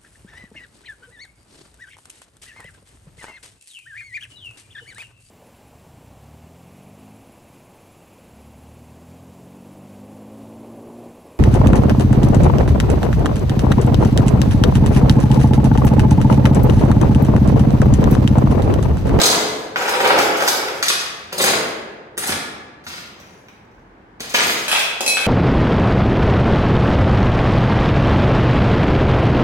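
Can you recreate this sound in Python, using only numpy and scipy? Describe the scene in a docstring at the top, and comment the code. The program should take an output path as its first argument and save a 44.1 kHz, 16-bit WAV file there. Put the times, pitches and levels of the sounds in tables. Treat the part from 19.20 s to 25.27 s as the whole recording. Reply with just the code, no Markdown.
"""In a bare, reverberant lab, a long-handled steel blade is struck into a heap of broken stone and
cement and dragged over the concrete floor. Each stroke knocks, then crunches as grains collide:
stones rumble, gravel rasps and sand hisses through the blade's resonances, and pinched chips chirp.
Grit slides off the lifted blade. Near the end a tossed trowel lands and skitters, its plate ringing.
A steady background noise and a faint, deep rumble lie underneath."""
import sys
import numpy as np
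from scipy import signal
from scipy.fft import rfft, irfft, next_fast_len
from scipy.io import wavfile

SR = 44100
rng = np.random.default_rng(int(sys.argv[2]) if len(sys.argv) > 2 else 0)


def unload_wav(signal):
    """Save mono or channel-first audio to the path in sys.argv[1] as 16-bit WAV at rate SR, clipped to [-1, 1]."""
    wavfile.write(
        sys.argv[1],
        SR,
        np.round(np.clip(np.atleast_2d(signal).T, -1, 1) * 32767).astype(np.int16),
    )


N = 267554
LEAD = SR // 4   # samples before time zero, where the first stroke begins
TIME = np.arange(-LEAD, N) / SR
SIZE = next_fast_len(len(TIME) + 2 * SR, True)
HZ = np.maximum(np.arange(SIZE // 2 + 1) * SR / SIZE, 1)
LOW_SPLIT_HZ, HIGH_SPLIT_HZ = 700, 3500   # between the low (stones), middle (gravel), high (sand) bands
DRAG_START_S = 0.559

# strokes into the heap: (touch [s], bite [s], push length [s], skim weaker by [dB], settling [dB/s],
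# stones [dB], gravel [dB], sand [dB])
DIGS = [(-0.15, -0.096, .26, -13, 99, -24, -19.5, -25), (1.627, 1.631, 0.064, 0.5, 101, -35.5, -22, -23.5),
        (2.123, 2.176, 0.1, 12.5, 130.5, -20, -15.5, -19), (2.97, 3.03, 0.057, 4, 185, -32, -22, -25),
        (3.639, 3.666, 0.11, 9, 225, -45, -35, -36), (4.997, 5.137, 0.081, 18.5, 80, -26, -17, -19.5)]
# grit sliding off the blade after the fifth stroke: one row, columns as in DIGS
SPILL = (3.96, 4.0, .04, 6, 45, -53, -52, -53)
# the trowel's impacts on the floor: (time [s], low [dB], middle [dB], high [dB], ring [dB])
BOUNCES = [(5.481, -20, -9, -11.5, -42), (5.515, -14, -4, -10.5, -37), (5.529, -34.5, -5.5, -21, -38),
           (5.562, -21, -16, -17, -44), (5.807, -13, -12.5, -9.5, -34), (5.8626, -27, -11, -7.5, -21),
           (5.878, -25, -19, -8, -26.5), (5.893, -25.5, -22, -13.5, -24), (5.911, -32, -30, -37, -40),
           (5.97, -20, -4.5, -22, -20.5), (5.985, -37, -14, -31, -28), (6.035, -23, -17, -35, -20),
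           (6.055, -37, -13, -32, -39)]


def digging(strokes):
    """Source and filter: grains and knocks excite the blade, whose depth in the heap sets the colour."""
    # blade in the heap: (resonance [Hz], width [Hz], lift [dB])
    resonances = [(404, 79, -3.5), (470, 22, -6), (697, 48, 4.5), (1194, 120, 3), (1692, 15, 6),
                  (2053, 35, 6.5), (2210, 22, 2.5), (3330, 62, 3), (3650, 22, 3.5), (4010, 24, 9),
                  (4440, 120, 4.5), (4670, 90, 2), (4983, 100, 9), (6100, 110, 8), (6570, 39, 10.5),
                  (6700, 98, -16.5), (7700, 55, 3.5), (7800, 77, 4.5), (9430, 90, 6.5), (9830, 78, -11.5),
                  (10240, 52.3, 1)]
    # one spectral envelope per stroke: (frequency [Hz], level [dB])
    colours = [
        [(29, -61.5), (50, -26), (128, -11), (389, -4), (428, 4), (520, -4.5), (2560, -13.5), (2750, -14),
         (3850, -10), (5530, -15.5), (7760, -16), (16000, -28)],
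        [(29, -54.5), (50, -26), (258, -10), (418, -10), (1050, -3), (1210, 1), (1400, -2.5), (1700, 1.5),
         (4900, -3), (8540, -10), (11700, -13), (16000, -26)],
        [(29, -63), (50, -31), (213, -9.5), (321, -8), (461, 0.5), (572, -8.5), (1150, -11), (1430, -12.5),
         (3100, -14), (4950, -14.5), (5500, -20), (9640, -16.5), (16000, -26.5)],
        [(29, -48), (50, -26), (85, -5.5), (495, 2.5), (615, -6.5), (884, -5.5), (997, -11), (1580, -6),
         (1870, -6.5), (3760, -9.5), (9640, 10.5), (16000, -9.5)],
        [(29, -44), (50, -21), (85, -6.5), (114, -11), (167, -1), (291, -5), (822, -12.5), (1070, -6),
         (4670, -5), (16000, -22)],
        [(29, -49), (50, -15), (75, -18), (240, -4.5), (362, -4), (450, 4), (572, -6), (1330, -4.5),
         (2270, -3.5), (2950, -2.5), (6550, -5.5), (16000, -14)],
    ]
    blade = resonance_gain(resonances)
    return sum(excite(body(colour, blade), gains, knocks_from(row[0]),
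                      scrape_db=-0.5, hit_db=0.0, crush_s=0.0046)
               for row, gains, colour in zip(DIGS, strokes, colours))


def dragging(gains):
    """Sliding friction drives the blade, whose resonances shift when it is pressed on the floor."""
    # pressed blade: (resonance [Hz], width [Hz], lift [dB])
    resonances = [(300, 33, 2.5), (413, 12, 1.5), (505.3, 12, 8), (544, 29, 6.5), (590, 15, 0),
                  (789, 60, 1.5), (840, 50, 3.5), (952, 18, 4.5), (1400, 114, -5.5), (2280, 28, 6.5),
                  (2686, 80, 2.5), (3410, 25.2, 7.5), (5000, 170, 5), (6180, 200, 3.5)]
    # spectral envelope of the contact: (frequency [Hz], level [dB])
    colour = [(29, -74), (50, -23.5), (208, -12.5), (418, 4), (532, -1.5), (661, -4), (822, -1.5),
              (1070, -9), (1430, 0), (1620, -6.5), (3030, -13), (5150, -15), (11700, -24.5), (12600, -22),
              (16000, -30.5)]
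    blade = body(colour, resonance_gain(resonances))
    return excite(blade, gains, knocks_from(DRAG_START_S), scrape_db=-1.0, hit_db=-2.5, crush_s=0.0036)


def spilling(gains):
    """Small impacts: falling grit excites the heap, without the blade's resonances."""
    # spectral envelope of the landing grit: (frequency [Hz], level [dB])
    colour = [(29, -39.5), (60, -13), (170, -3), (800, 4), (2400, 6), (4500, -6.5), (5400, -1.5), (6050, 1),
              (7500, -12), (11000, -19), (13000, -15), (16000, -12.5)]
    return excite(body(colour, 1), gains, knocks_from(SPILL[0]),
                  scrape_db=-0.5, hit_db=1.5, crush_s=0.0031)


def chips(sand, per_s=85, level_db=2.5, spread_db=3.5, t60_s=0.018, low_hz=3600, high_hz=13000):
    """Damped oscillation: stones pinched under the edge chirp, each at a rough pitch of its own."""
    draws = rng.random((1500, 4))
    starts = (np.cumsum(-np.log(1 - draws[:, 0])) / per_s * SR).astype(int)
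    out, age = np.zeros(SIZE), np.arange(SR // 20) / SR
    decay = np.exp(-np.log(1000) * age / t60_s)
    chatter_rad = 0.76 * np.resize(drift(900), SIZE)
    for start, (_, pitch, strength, phase) in zip(starts[starts < len(TIME)], draws):
        hz = low_hz * (high_hz / low_hz) ** pitch
        span = slice(start, start + len(age))
        chip_db = level_db + spread_db * min(-np.log(1 - strength), 2)
        gain = sand[start] * from_db(chip_db) * np.sqrt(low_hz / hz)   # small stones: higher, weaker
        out[span] += gain * np.sin(2 * np.pi * (hz * age + phase) + chatter_rad[span]) * decay
    return rfft(out)


def trowel_skitter():
    """Forced vibration: impacts and sliding friction drive the trowel while it touches the floor."""
    # slides after landing: columns as in DIGS
    slides = [(5.487, 5.51, 0.054, 2, 170, -46, -21.5, -24), (5.806, 5.856, .2, 7, 100, -42.5, -49, -33.5)]
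    # plate in contact: (resonance [Hz], width [Hz], lift [dB])
    resonances = [(660, 60, 3.5), (1330, 17, 2), (1700, 14, -1), (2220, 91, 3), (2570, 59, 9),
                  (3360, 320, 13), (3360, 25, -9), (4010, 130, 15.5), (4700, 15, 0), (5740, 75, 1),
                  (6130, 54, 7), (7950, 59, 1), (8420, 35, 9.5)]
    # spectral envelope of the contact: (frequency [Hz], level [dB])
    colour = [(47, -50), (80, -32.5), (422, -11.5), (482, -6.5), (1280, -8.5), (2130, -7), (2540, -3.5),
              (2840, -11), (4050, -16), (4730, -7), (9610, -12.5), (10500, -10.5), (16000, -26)]
    plate = body(colour, resonance_gain(resonances))
    return excite(plate, sum(map(stroke_gains, slides)), BOUNCES,
                  scrape_db=0.0, hit_db=1.0, crush_s=0.0025)


def trowel_ring():
    """Free vibration: each bounce sets the plate ringing; a dull contact leaves the upper modes weak."""
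    # modes of the thin plate: (frequency [Hz], level [dB], t60 [s])
    modes = [(2570, 3.5, 0.36), (2336, -6, 0.26), (2420, -8, .25), (3300, -19, .25), (4015, -10, .2),
             (5717, -18, 0.16), (6160, -26, .2), (7822, -13, .12), (8250, -19, .12), (10210, -9, .12),
             (10660, -13, 0.11), (13330, -26, .08)]
    out, age = np.zeros(SIZE), np.arange(SR) / SR
    for time_s, _, middle_db, high_db, ring_db in BOUNCES:
        start = LEAD + round(time_s * SR)
        for hz, mode_db, t60_s in modes:
            brightness_db = 1.5 * (high_db - middle_db) * (hz > HIGH_SPLIT_HZ)
            swing = np.sin(2 * np.pi * (hz * age + rng.random())) * np.exp(-np.log(1000) * age / t60_s)
            out[start:start + SR] += from_db(ring_db + mode_db + brightness_db) * swing
    return rfft(out)


def stroke_gains(row):
    """Grain inertia: through skim, bite, push and settling, heavy grains start and stop later."""
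    touch_s, bite_s, push_s, skim_db, settle_db_per_s, *levels_db = row
    attacks_s, rolls_s = (0.028, 0.0093, 0.0058), (0.039, 0.005, 0.0024)   # stones, gravel, sand
    since_bite = TIME - bite_s
    gains = []
    for level_db, attack_s, roll_s in zip(levels_db, attacks_s, rolls_s):
        skimming = np.clip(1 - since_bite / attack_s, 0, 1)
        settling_s = np.maximum(since_bite - push_s - roll_s, 0)
        gains.append(from_db(level_db - skim_db * skimming - settle_db_per_s * settling_s))
    return np.array(gains) * (TIME >= touch_s)


def drag_gains():
    """Friction noise: stones and gravel follow a power of the force; sand has a level of its own."""
    # scraping force of the blade pulled flat over the floor: (time [s], level [dB])
    force = [(0.6, -24), (0.67, -21.5), (0.684, -16.5), (0.704, -23), (0.866, -12.5), (1.204, -22.5),
             (1.206, -20.5), (1.61, -31)]
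    # hiss of the sand: (time [s], level [dB])
    hiss = [(0.6, -27.5), (0.832, -30.5), (0.884, -24.5), (0.978, -31), (1.002, -22), (1.144, -40.5),
            (1.212, -22.5), (1.362, -24), (1.39, -36), (1.61, -43)]
    # stones, then gravel: (level at 0 dB of force [dB], slope [dB/dB])
    force_laws = [(-2.5, 1.08), (2, 1.08)]
    force_db, hiss_db = (np.interp(TIME, *np.transpose(curve)) for curve in (force, hiss))
    levels_db = [db + slope * force_db for db, slope in force_laws] + [hiss_db]
    return from_db(levels_db) * (TIME >= DRAG_START_S) * (TIME < force[-1][0])


def knocks_from(start_s):
    """The impacts between this move of the blade and its next one."""
    # blade, or falling grit, on stone or floor: (time [s], low [dB], middle [dB], high [dB])
    knocks = [(0.0154, -9.5, -18, -4), (0.035, -32.5, -6.5, -3.5), (0.058, -40, -14, -2),
              (0.099, -13, -13, -14), (0.559, -14.5, -0.5, -25), (0.68, -14.5, -21, -17),
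              (0.738, -20.5, -6, -21), (0.874, -20, -9.5, -11), (0.988, -4, -22, -6.5),
              (1.206, -38, -7.5, -14), (1.222, -18.5, -3.5, -12.5), (1.2774, -30.5, -2.5, -10.5),
              (1.483, -27, -7.5, -20.5), (1.6267, -26, -8, -7), (1.683, -35.5, -31, -3),
              (1.7, -18, -6, -37), (2.127, -19.5, -19, -19.5), (2.18, -22, -22, -15),
              (2.219, -21, -16, -12), (2.24, -11, -9, -7), (2.301, -26.5, -33, -22.5),
              (2.334, -35, -6, -22.5), (2.9775, -23, -13, -10.5), (3.072, -33, -29, -13),
              (3.092, -14, -13.5, -40), (3.122, -19, -10, -29), (3.666, -33, -21, -34),
              (3.9999, -37, -49, -36), (4.2847, -54, -32.5, -42), (5.0043, -25, -23, -20.5),
              (5.141, -13.5, -13, -16.5)]
    moves_s = [row[0] for row in DIGS + [SPILL]] + [DRAG_START_S, np.inf]
    end_s = min(s for s in moves_s if s > start_s)
    return [row for row in knocks if start_s <= row[0] + .01 < end_s]


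def crunch(band):
    """Shot noise: the unit-power force of one size of grain colliding at random, in uneven slips."""
    # stones, gravel, sand: (collision rate [1/s], spread of sizes [dB], stick-slip unevenness [dB])
    grains = [(912, 0.5, 1.5), (1757, 3, 6.5), (3920, 1.5, 7.5)]
    per_s, spread_db, uneven_db = grains[band]
    force, slips = np.zeros(len(TIME)), drift(90)
    chance, size = rng.random((2, len(TIME)))
    hits = np.flatnonzero(chance < per_s / SR)
    sizes_db = spread_db * np.minimum(-np.log(1 - size[hits]), 4) + uneven_db * slips[hits]
    force[hits] = from_db(sizes_db) * (-1.0) ** hits   # pushes and pulls alike
    return rms_one(force)


def blows(hits, band, crush_s):
    """Inelastic impact: each contact crushes grit, so its force is a decaying burst of noise."""
    force, age = np.zeros(SIZE), np.arange(SR // 30) / SR
    for time_s, *levels_db in hits:
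        start = LEAD + round(time_s * SR)
        burst = np.exp(-age / crush_s) * rng.standard_normal(len(age))
        force[start:start + len(age)] += from_db(levels_db[band]) * burst
    return force[:len(TIME)]


def excite(responses, gains, hits, scrape_db, hit_db, crush_s):
    """Linear response: the spectrum of a body driven by scraping and impact forces in three bands."""
    spectrum = 0
    for band, (gain, response) in enumerate(zip(gains, responses)):
        scrape = from_db(scrape_db) * gain * crunch(band)
        impacts = from_db(hit_db) * blows(hits, band, crush_s)
        spectrum += rfft(scrape + impacts, SIZE) * response
    return spectrum


def resonance_gain(resonances):
    """Resonance: Lorentzian peaks and dips add in power to give a gain over frequency."""
    lift = sum((from_db(db) ** 2 - 1) / (1 + (2 * (HZ - hz) / width) ** 2)
               for hz, width, db in resonances)
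    return np.sqrt(np.maximum(1 + lift, .1))


def body(colour, resonance):
    """Transfer functions of an object in the low, middle and high bands, each of unit power."""
    gain = from_db(at_hz(colour, HZ)) * resonance
    under_low, under_high = (1 / (1 + (HZ / hz) ** 8) for hz in (LOW_SPLIT_HZ, HIGH_SPLIT_HZ))
    shares = under_low, (1 - under_low) * under_high, 1 - under_high
    return [minimum_phase(rms_one(gain * np.sqrt(share))) for share in shares]


def minimum_phase(gain):
    """Causality: a response with this gain that rings only after it is struck."""
    cepstrum = irfft(np.log(gain + 1e-7), SIZE)
    cepstrum[1:SIZE // 2] *= 2
    cepstrum[SIZE // 2 + 1:] = 0
    return np.exp(rfft(cepstrum))


def lab(direct_db, tail_db, left_lag_s, left_louder_db, wall_s=.0052, wall_db=-12.0):
    """Multipath propagation: direct sound, a reflection off the near wall, and the reverberant tail."""
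    direct_delays_s = np.array([[left_lag_s], [0]])
    wall_delays_s = np.array([[wall_s], [wall_s + 2 * left_lag_s]])
    direct = from_db(direct_db) * np.exp(-2j * np.pi * HZ * direct_delays_s)
    reflection = from_db(wall_db) * np.exp(-2j * np.pi * HZ * wall_delays_s)
    balance = from_db([[left_louder_db / 2], [-left_louder_db / 2]])
    return (direct + reflection + from_db(tail_db) * room_tail()) * balance


def room_tail(build_s=0.001):
    """Reverberation: a diffuse field decays exponentially, the treble first."""
    # reverberation time: (frequency [Hz], t60 [s])
    decay_times = [(100, 1.3), (250, 1.43), (500, 1.47), (1000, 1.25), (2000, 1.13), (4000, 0.82),
                   (6000, 0.7), (9000, 0.52), (14000, 0.42)]
    noise = irfft(diffuse_field(), SIZE)[:, :2 * SR]
    hz, age, frames = signal.stft(noise, SR, nperseg=512)
    rate = np.log(1000) / at_hz(decay_times, np.maximum(hz, 1))[:, None]
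    tail = signal.istft(frames * np.exp(-rate * age) * np.sqrt(2 * rate / SR), SR)[1]
    build_up = 1 - np.exp(-np.arange(tail.shape[1]) / SR / build_s)
    return rfft(tail * build_up, SIZE)


def diffuse_field():
    """Spatial coherence: white noise from all sides is alike at two points only in the bass."""
    # likeness of left and right: (frequency [Hz], correlation [-])
    coherence = [(60, 1), (125, 0.91), (250, 0.94), (500, 0.57), (1000, -0.053), (2000, 0.1),
                 (4000, -0.059), (12000, 0.0068)]
    mid, side = rfft(rng.standard_normal((2, SIZE)))
    alike = np.clip(at_hz(coherence, HZ), -.99, .99)
    return np.sqrt((1 + alike) / 2) * mid + np.sqrt((1 - alike) / 2) * side * [[1], [-1]]


def room_noise(level_db=-46.5):
    """Stationary noise: the room's background is a diffuse field, strongest in the bass."""
    # spectral density: (frequency [Hz], level [dB])
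    colour = [(18, -33), (30, -31), (53, -12), (76, -10), (119, -9), (154, -11), (190, -6.5), (274, -11),
              (337, -10), (629, -17), (905, -14), (1410, -22), (1520, -17.5), (3590, -38), (15000, -63)]
    return from_db(level_db) * rms_one(from_db(at_hz(colour, HZ))) * diffuse_field()


def rumble(centre_hz=44, width_hz=14, gain_db=-8.5):
    """Narrow-band noise: a deep rumble that swells and fades, the same left and right."""
    # envelope of the rumble: (time [s], level [dB])
    envelope = [(0.0, -57), (0.2, -67), (3.97, -74), (4.04, -53), (4.46, -63), (4.53, -47.5), (6.07, -59)]
    band = 1 / (1 + (2 * (HZ - centre_hz) / width_hz) ** 2)
    noise = rms_one(irfft(band * rfft(rng.standard_normal(SIZE)), SIZE)[:N])
    return noise * from_db(gain_db + np.interp(TIME[LEAD:], *np.transpose(envelope)))


def from_db(db):
    """Decibels to amplitude ratio."""
    return np.exp(np.log(10) / 20 * np.asarray(db))


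def rms_one(x):
    """Normalisation to unit power."""
    return x / np.sqrt(np.mean(np.abs(x) ** 2) + 1e-20)


def at_hz(points, hz):
    """Interpolation on a log-frequency axis."""
    knots_hz, values = np.transpose(points)
    return np.interp(np.log(hz), np.log(knots_hz), values)


def drift(per_s):
    """Random fluctuation: straight lines between Gaussian values, per_s of them a second."""
    knots = rng.standard_normal(4000)
    return np.interp((TIME - TIME[0]) * per_s, np.arange(len(knots)), knots)


def scene():
    """Superposition: blade, chips and trowel sound from their places in the room, over its background."""
    strokes = [stroke_gains(row) for row in DIGS]
    spill, drag = stroke_gains(SPILL), drag_gains()
    _, _, sand = sum(strokes) + spill + drag
    blade_work = digging(strokes) + spilling(spill) + dragging(drag)
    trowel = trowel_skitter() + trowel_ring()
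    at_heap = blade_work * lab(direct_db=-4.5, tail_db=-0.5, left_lag_s=148.7e-6, left_louder_db=0.4)
    at_edge = chips(sand) * lab(direct_db=-5.0, tail_db=2.5, left_lag_s=160e-6, left_louder_db=4)
    on_floor = trowel * lab(direct_db=-5.0, tail_db=1.5, left_lag_s=92e-6, left_louder_db=0.6)
    spectrum = at_heap + at_edge + on_floor + room_noise()
    return irfft(spectrum, SIZE)[:, LEAD:LEAD + N] + rumble()


def record(dry, low_cut_hz=36, high_cut_hz=16200):
    """Band limiting and soft saturation: deepest bass and top treble are cut, and peaks are rounded."""
    thinned = signal.sosfilt(signal.butter(4, low_cut_hz, "high", fs=SR, output="sos"), dry)
    rounded = 1.447 * np.tanh(thinned / 1.552)
    return signal.sosfilt(signal.ellip(10, .2, 80, high_cut_hz, fs=SR, output="sos"), rounded)


dry = scene()
out = record(dry)
unload_wav(out)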